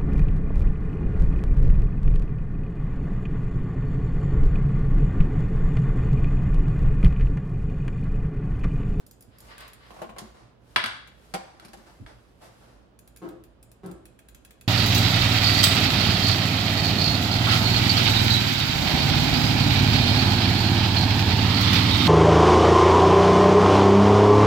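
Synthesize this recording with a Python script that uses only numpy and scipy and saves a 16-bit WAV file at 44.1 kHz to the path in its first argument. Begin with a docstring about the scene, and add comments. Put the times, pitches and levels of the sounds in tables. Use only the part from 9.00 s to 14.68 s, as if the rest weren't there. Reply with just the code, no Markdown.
"""A desk in a small, live room, a stereo microphone close by: a wired computer mouse is unpacked.
Its cable rubs through the hand and tugs the cardboard box, the mouse clacks down and the coiled cable
drops beside it; each knock rings the object and the desk top. Sleeves brush, hands bump and slide to
rest, and at each button press a spring snaps down and up. Farther off, two muffled woofs, like a dog
elsewhere in the house, sound over a low room hum."""
import sys
import numpy as np
from scipy import signal
from scipy.fft import rfft, irfft, next_fast_len
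from scipy.io import wavfile
from scipy.ndimage import uniform_filter1d

SR = 44100
rng = np.random.default_rng(int(sys.argv[2]) if len(sys.argv) > 2 else 0)


def dump_mix(stems):
    """Bounce the given channels to the path in sys.argv[1] as a 16-bit WAV at rate SR."""
    frames = np.atleast_2d(stems).T  # one column per channel
    limited = np.clip(frames, -1, 1)  # hard clip at full scale
    pcm = np.round(limited * 32767).astype(np.int16)
    wavfile.write(sys.argv[1], SR, pcm)


N = 250399
TIME = np.arange(N) / SR
HIT_TIME = np.arange(int(.25 * SR)) / SR  # time axis of one short sound

# contact noise of box and plug on the desk: f/Hz, level/dB
RATTLE_COLOUR = [(150, -17.5), (400, 0), (800, -0.5), (1700, -14.5), (3000, -17), (6000, -33),
                 (16000, -41.5)]


def amp(db):
    """Decibels to gain."""
    return 10 ** (np.asarray(db) / 20)


def unit(x):
    """Scale to rms 1."""
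    return x / np.sqrt(np.mean(x ** 2))


def burst(x):
    """Scale a short sound to the energy of 10 ms at rms 1."""
    return x / np.sqrt(np.mean(np.sum(x ** 2, axis=-1)) / (SR / 100))


def along(points, hz):
    """Read (f/Hz, value) points on a log-frequency axis."""
    f, value = np.transpose(points)
    return np.interp(np.log(hz + 1), np.log(f), value)


def colour(x, points):
    """Causal filter with the given (f/Hz, level/dB) response, built from its cepstrum."""
    size = 2 * next_fast_len(x.shape[-1])
    gain = amp(along(points, np.fft.rfftfreq(size, 1 / SR)))
    cepstrum = irfft(np.log(gain))
    cepstrum[1:size // 2] *= 2
    cepstrum[size // 2 + 1:] = 0
    return irfft(rfft(x, size) * np.exp(rfft(cepstrum)))[..., :x.shape[-1]]


def resonate(x, hz, width_hz):
    """One resonance, gain 1 at its centre."""
    return signal.lfilter(*signal.iirpeak(hz, hz / width_hz, fs=SR), x)


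def diffuse(size, alike_hz=330):
    """Noise from all sides: alike at both microphone ports in the bass, unrelated above."""
    mid, side = rfft(rng.standard_normal((2, size)))
    alike = 0.89 / (1 + (np.fft.rfftfreq(size, 1 / SR) / alike_hz) ** 2)
    mid, side = mid * np.sqrt(1 + alike), side * np.sqrt(1 - alike)
    return irfft(np.array([mid + side, mid - side]), size)


def add(track, s, sound):
    """Mix a sound into the track at time s."""
    start = int(np.clip(s * SR, 0, N))
    part = sound[..., :N - start]
    track[:, start:start + part.shape[-1]] += part


def fade(t60):
    """Exponential decay, 60 dB down after t60 seconds."""
    return amp(-60 * HIT_TIME / t60)


def ring(modes, detune=0.0012, spread_hz=1500):
    """Struck modes, weighted anew at each blow; the higher ones reach the two ports out of step."""
    out = 0
    for hz, db, t60 in modes:
        shift, weight, skew, sign = rng.uniform(-0.8, 1, size=4)
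        port_phase = np.array([[1], [-1]]) * (skew + np.sign(skew) / 2) * min(hz / spread_hz, np.pi / 4)
        tone = np.sin(2 * np.pi * hz * (1 + detune * shift) * HIT_TIME + port_phase)
        out = out + np.sign(sign) * amp(db + 2 * weight) * fade(t60) * tone
    return burst(out * (1 - fade(0.001)))


def crack(points, t60, rise_s=0.00014):
    """A short burst of contact noise; a soft contact builds up more slowly."""
    shape = fade(t60) * (1 - fade(rise_s))
    return burst(colour(diffuse(len(shape)) * shape, points))


def blows(hits, modes, noise_colour, noise_db, noise_t60, tick_t60, rise_s):
    """Each blow rings the object, rattles its contact, thuds in the desk and ticks at the hard edge."""
    # desk top modes: f/Hz, level/dB, t60/s
    desk_modes = [(90.5, -29, .1), (122, 3.5, 0.15), (209.7, 8.5, 0.11), (275.6, 4.5, 0.016),
                  (340.4, -0.5, 0.19)]
    # hard edge contact: f/Hz, level/dB
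    tick_colour = [(300, -12.5), (1500, 2.5), (4500, -1), (6000, -2.5), (8000, -5.5), (12000, -5.5),
                   (14000, -16), (16000, -23.5)]
    out = np.zeros((2, N))
    for s, db, thud_db, tick_db in hits:
        body = burst(ring(modes) + amp(noise_db) * crack(noise_colour, noise_t60, rise_s))
        thud = ring(desk_modes, detune=0.16)
        tick = crack(tick_colour, tick_t60, rise_s)
        add(out, s, amp(db) * body + amp(thud_db) * thud + amp(tick_db) * tick)
    return out


def rub(loudness, points, slips_per_s, uneven_db, hiss_db):
    """Friction: many tiny slips of uneven size over a smooth hiss."""
    slips = (rng.random(N) < slips_per_s / SR) * amp(uneven_db * rng.standard_normal(N))
    grip = unit(signal.fftconvolve(slips, fade(0.0041))[:N]) + amp(hiss_db)
    return unit(colour(diffuse(N) * grip, points)) * loudness


def sweeps(moves):
    """Loudness of hand movements: each gathers speed and slows again in a bell shape."""
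    return sum(amp(db) * np.exp(-2 * ((TIME - s) / length) ** 2) for s, length, db in moves)


def room_tone(air_db=-59.0):
    """Still room air with a low, wavering hum, a little louder at the right port."""
    # room air: f/Hz, level/dB
    air_colour = [(20, -28), (35, -4), (55, -5), (80, -4), (200, 0), (350, -4), (570, -6.5), (900, -14),
                  (1400, -16.5), (2100, -24.5), (3100, -24), (4500, -31.5), (9000, -46), (15000, -46.5)]
    # narrow noise bands of the hum: f/Hz, width/Hz, level/dB
    hum_bands = [(54, 21, -59), (117.3, 9.9, -64)]
    hum = sum(amp(db) * unit(resonate(resonate(diffuse(N), hz, width), hz, width))
              for hz, width, db in hum_bands)
    air = amp(air_db) * unit(colour(diffuse(N), air_colour))
    return (air + hum) * amp([[-1.6], [1.4]])


def sleeve_brushes():
    """Sleeve and skin brush as the arms move."""
    # arm movements: middle t/s, length/s, level/dB
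    moves = [(.01, 0.02, -63.5), (.46, 0.094, -57.5), (.95, 0.17, -61), (1.25, 0.13, -65),
             (1.73, 0.13, -63.5), (2.27, 0.21, -63.5), (2.87, 0.23, -63.5), (3.22, 0.23, -69.5),
             (3.445, 0.046, -58), (3.6, 0.23, -64.5)]
    # cloth friction: f/Hz, level/dB
    cloth_colour = [(300, -4), (700, 0), (2000, -8), (4500, -11.5), (7000, -15.5), (12000, -15),
                    (13500, -24.5), (16000, -27.5)]
    return rub(sweeps(moves), cloth_colour, slips_per_s=660, uneven_db=-3.5, hiss_db=9.5)


def hand_bumps():
    """Soft flesh pushes the desk top slowly, so only its low notes answer."""
    # hands and forearm coming down: t/s, level/dB
    bumps = [(.03, -47.5), (.277, -45.5), (2.996, -35.5), (3.015, -37), (3.033, -42)]
    # desk top under a soft push: f/Hz, level/dB
    bump_colour = [(40, 14), (70, -4), (120, 19.5), (170, -6), (260, 6.5), (350, -5), (700, -43),
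                   (3000, -79)]
    out = np.zeros((2, N))
    for s, db in bumps:
        add(out, s, amp(db) * crack(bump_colour, t60=0.091, rise_s=0.022))
    return out


def button_clicks(down_db=-54, bounce_db=-2, leaf_db=-5, scatter_db=-10, spring_db=-11, cover_db=-4):
    """A switch spring snaps and pings, its contact bounces and the shell rattles and rings."""
    # button presses: down t/s, up t/s, release level/dB, shell level/dB
    presses = [(0.065, .111, -52.5, -70), (.208, 0.224, -56, -67.5), (0.385, 0.404, -52, -67),
               (0.58, .606, -57, -49), (.679, 0.733, -52.5, -56), (3.990, 4.076, -55.5, -63.5),
               (4.162, 4.289, -57, -58), (4.172, 4.438, -58.5, -61), (4.628, 4.716, -57, -64.5),
               (4.861, 4.9135, -54.5, -60.5), (5.055, 5.19, -59, -56), (5.286, 5.347, -54.5, -56),
               (5.449, 5.5075, -56.5, -54), (5.611, 5.71, -58, -54)]
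    # switch snap and shell rattle: f/Hz, level/dB
    switch_colour = [(500, -17), (2000, -17), (4200, -5.5), (5000, -5), (6200, -5.5), (7200, -2),
                     (8000, -0.5), (10000, 0.5), (12000, 2), (14200, -2.5), (15300, -0.5), (16500, -45)]
    shell_colour = [(600, -13.5), (1200, -9), (1620, 0), (2000, -3), (2550, 1), (3000, -6), (3400, -10),
                    (4000, -1), (5100, -15.5), (6200, -9), (7150, -10), (8000, -7), (14000, -15)]
    # modes of the spring and the plastic button cover: f/Hz, level/dB, t60/s
    spring_modes = [(4926, 2.5, 0.032), (7000, 0, 0.094)]
    cover_modes = [(1645, 0, .025), (2560, -7, 0.049), (3360, -2, .03), (5810, -13, 0.023)]
    out = np.zeros((2, N))
    for down_s, up_s, release_db, shell_db in presses:
        # a switch always trips at the same force on the way down
        for s, db in ((down_s, down_db), (up_s, release_db)):
            snap = crack(switch_colour, t60=.007)[0]
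            bounce = np.roll(crack(switch_colour, t60=.008)[0], int(SR * rng.uniform(.0015, .003)))
            # the finger loads the leaf spring differently at each press
            leaf = ring([(hz, 0, 0.027) for hz in rng.uniform(9020, 15050, size=4)])[0]
            direct = snap + amp(bounce_db) * bounce + amp(leaf_db) * leaf
            ports = np.array([np.roll(direct, 8), direct])  # reaches the left port a little later
            scatter = amp(scatter_db) * crack(switch_colour, t60=0.022)
            switch = burst(ports + scatter) + amp(spring_db) * ring(spring_modes, detune=0.0224)
            rattle = crack(shell_colour, t60=0.047)
            shell = burst(rattle + amp(cover_db) * ring(cover_modes, detune=.02))
            add(out, s, amp(db) * switch + amp(shell_db) * shell)
    return out


def cable_pulls():
    """The cable rubs as it is drawn through the hand."""
    # pulls: middle t/s, length/s, level/dB
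    pulls = [(.35, 0.064, -64), (.515, 0.045, -49.5), (.62, 0.066, -48.5), (.69, 0.061, -64),
             (.85, 0.1, -58)]
    # cable friction: f/Hz, level/dB
    cable_colour = [(150, -17), (350, -16), (520, -4.5), (800, -7), (1050, -2), (1400, -7), (1800, -3.5),
                    (2500, -10), (3300, -9.5), (5000, -13.5), (6000, -28), (11500, -29), (16000, -51)]
    return rub(sweeps(pulls), cable_colour, slips_per_s=650, uneven_db=-1.0, hiss_db=12)


def box_knocks():
    """The cardboard box, tugged by the cable, falls back on the desk; the last row is a forearm bumping the
    desk, heard mostly as a desk thud."""
    # knocks: t/s, box level/dB, desk thud level/dB, tick level/dB
    knocks = [(.906, -46, -59, -61), (.965, -48.5, -59, -78), (.99, -45, -56, -72),
              (1.0175, -34, -49, -51.5), (1.028, -41, -47.5, -69), (1.044, -46, -55, -76),
              (1.0925, -43, -48, -61), (1.1635, -43, -62.5, -65), (1.184, -43.5, -60, -40.5),
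              (1.216, -67, -41.5, -60)]
    # cardboard modes: f/Hz, level/dB, t60/s
    box_modes = [(320, -11, .07), (527, -6, 0.18), (665, 0.5, 0.066), (674, 3.5, 0.046), (926, -10.5, 0.02),
                 (1090, 5.5, 0.033), (1450, -11, 0.028)]
    return blows(knocks, box_modes, RATTLE_COLOUR,
                 noise_db=-0.5, noise_t60=0.058, tick_t60=0.027, rise_s=0.0016)


def desk_slides(rise_s=0.0077, speed_power=1.48):
    """Box, hand or mouse is shoved quickly up to speed, then friction brakes it evenly to rest."""
    # shoves: start t/s, time to rest/s, level/dB
    shoves = [(.93, 0.21, -54), (1.2, 0.13, -52), (1.34, 0.23, -55), (2.41, 0.65, -59.5),
              (2.62, 0.086, -54.5), (2.78, 0.077, -57.5), (2.86, 0.097, -53), (3.062, .11, -50.5),
              (3.41, 0.14, -51), (3.605, .4, -60.5)]
    # friction on the desk top: f/Hz, level/dB
    slide_colour = [(71, -50), (120, -15.5), (188, -6), (284, -8.5), (327, -0.5), (420, -8.5), (560, -1),
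                    (820, -2), (1250, -6.5), (2930, -17.5), (4880, -18), (7000, -25), (10500, -26),
                    (16000, -46)]
    loudness = np.zeros(N)
    for s, length, db in shoves:
        onset = np.clip((TIME - s) / rise_s, 0, 1)
        speed = np.clip(1 - (TIME - s) / length, 0, 1)
        loudness += amp(db) * onset * speed ** speed_power
    return rub(loudness, slide_colour, slips_per_s=160, uneven_db=3, hiss_db=14.5)


def mouse_clacks():
    """The mouse shell lands on the desk, rings and later rocks."""
    # landings: t/s, shell level/dB, desk thud level/dB, tick level/dB
    landings = [(1.7606, -17.5, -42, -42), (1.7632, -22, -47, -40), (1.7698, -32, -42, -50),
                (1.840, -24.5, -41, -42), (1.860, -32.5, -51, -37.5), (2.598, -49.5, -64, -56.5),
                (3.063, -48, -59, -68)]
    # shell modes: f/Hz, level/dB, t60/s
    shell_modes = [(699, 2, 0.042), (1010, -7, 0.24), (1254, 4.5, 0.078), (1288, 1, 0.063),
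                   (1394, 4.5, 0.11), (1570, -0.5, 0.047), (1620, -4, 0.079), (1782, 1.5, 0.035),
                   (1960, -6, 0.042), (2250, -2.5, 0.12), (2310, -11, 0.045), (2820, -9.5, 0.071),
                   (3346, 8, .09), (3340, -0.5, 0.052), (3900, -12, 0.027), (4650, -20, 0.068),
                   (8360, -17, 0.034)]
    # contact of shell and desk: f/Hz, level/dB
    contact_colour = [(200, -14.5), (550, -8.5), (1100, -4.5), (1500, 2), (2100, -2), (3300, -8),
                      (4800, -9), (6200, -29.5), (7800, -42), (9000, -18), (10300, -33), (16000, -42.5)]
    return blows(landings, shell_modes, contact_colour,
                 noise_db=5.5, noise_t60=0.014, tick_t60=.02, rise_s=0.00085)


def cable_drop():
    """The coiled cable and its plug drop and settle on the desk; the last row is a forearm bumping the desk,
    heard mostly as a desk thud."""
    # taps: t/s, plug level/dB, desk thud level/dB, tick level/dB
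    taps = [(2.074, -65, -68, -56), (2.3385, -30, -41.5, -37.5), (2.3425, -31.5, -42, -40),
            (2.649, -66, -50, -51.5), (2.683, -59, -58.5, -58), (2.733, -47, -62, -51),
            (2.772, -74, -50, -60)]
    # plug modes: f/Hz, level/dB, t60/s
    plug_modes = [(355, -4, 0.21), (540, 2, 0.13), (779, 12, 0.11), (987, -2, 0.087), (1484, -0.5, 0.05),
                  (1740, 13, 0.016), (2060, -22, 0.093), (2610, 2, 0.021), (4280, -8, 0.011)]
    return blows(taps, plug_modes, RATTLE_COLOUR,
                 noise_db=1, noise_t60=0.057, tick_t60=0.012, rise_s=0.0068)


def distant_woofs(jitter=0.11, pitch_fall=.14, rasp_db=-3, attack_s=0.0042, droop_db=-8):
    """Rough throat pulses, falling in pitch, ring a low resonance; walls muffle the upper ones."""
    # woofs: t/s, length/s, pitch f/Hz, level/dB, mouth opening/dB, chest tone/dB
    woofs = [(4.214, 0.086, 168, -48, 2, -11.5), (4.83, 0.0907, 169.8, -50, 2.5, -2)]
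    # mouth resonances: f/Hz, width/Hz, level/dB
    formants = [(518, 41, -11.0), (624, 49, -12.5), (757, 68, -16.5), (1030, 430, -24.0)]
    # path through the walls: f/Hz, level/dB
    walls = [(80, 9), (180, 6.5), (1400, -0.5), (2500, -7.0), (5000, -7.5), (12000, -6.5)]
    out = np.zeros((2, N))
    for s, length, hz, db, open_db, chest_db in woofs:
        progress = HIT_TIME / length
        wobble = unit(uniform_filter1d(rng.standard_normal(len(progress)), size=200))
        pitch_hz = hz * (1 + jitter * wobble) * (1 - pitch_fall * (progress - .5))
        cycles = np.cumsum(pitch_hz) / SR
        pulses = unit(np.diff(np.floor(cycles), prepend=-1) - hz / SR)
        rasp = amp(rasp_db) * rng.standard_normal(len(progress))
        envelope = np.interp(progress, [0, attack_s / length, .5, 1], [0, 1, 1, 0])
        throat = (pulses + rasp) * envelope * amp(droop_db * progress)
        low_ring = resonate(resonate(throat, 322, 150), 322, 150)
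        chest = low_ring + amp(chest_db) * resonate(throat, 200, 47)
        mouth = sum(amp(level) * resonate(throat, f, width) for f, width, level in formants)
        muffled = colour(chest + amp(open_db) * mouth, walls)
        add(out, s, amp(db) * unit(muffled))
    return out


def room(x, early_db, late_db, early_t60=0.086):
    """At the microphone: direct sound, quick reflections from desk and screen, then the room's tail."""
    # reverberation time by band: f/Hz, t60/s
    decays = [(100, 0.22), (400, 0.54), (1500, 0.58), (4000, 0.57), (8000, 0.46), (15000, 0.099)]
    t = np.arange(SR) / SR
    noise, hz = rfft(diffuse(SR)), np.fft.rfftfreq(SR, 1 / SR)
    late = 0
    for band_hz, t60 in decays:
        band = along([(f, f == band_hz) for f, _ in decays], hz)
        late = late + irfft(noise * band, SR) * amp(-60 * t / t60)
    late = late * np.clip((t - .006) / 0.017, 0, 1)
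    early = diffuse(SR) * amp(-60 * t / early_t60) * (t > .003)
    response = (amp(early_db) * unit(early) + amp(late_db) * unit(late)) / np.sqrt(SR)
    return x + signal.fftconvolve(x, response, axes=1)[:, :N]


def scene():
    """The handling close to the microphone and the woofs far off, all heard through the room."""
    mouse = mouse_clacks()
    box_and_plug = box_knocks() + cable_drop()
    friction = cable_pulls() + desk_slides() + sleeve_brushes()
    near = room(mouse, early_db=-4, late_db=-7.0)
    near += room(box_and_plug, early_db=1.5, late_db=-8)
    near += room(hand_bumps(), early_db=-24, late_db=-21.0)
    near += room(button_clicks(), early_db=-4.5, late_db=-8.5)
    near += room(friction, early_db=-2.0, late_db=-5.0)
    far = room(distant_woofs(), early_db=5.5, late_db=2.5)
    return near + far + room_tone()


def record(dry):
    """The phone's microphone drops the deepest rumble and cuts the top."""
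    low_cut = signal.butter(4, 40, "high", fs=SR, output="sos")
    high_cut = signal.ellip(8, .2, 70, 16300, fs=SR, output="sos")
    return signal.sosfilt(high_cut, signal.sosfilt(low_cut, dry))


dry = scene()
out = record(dry)
dump_mix(out)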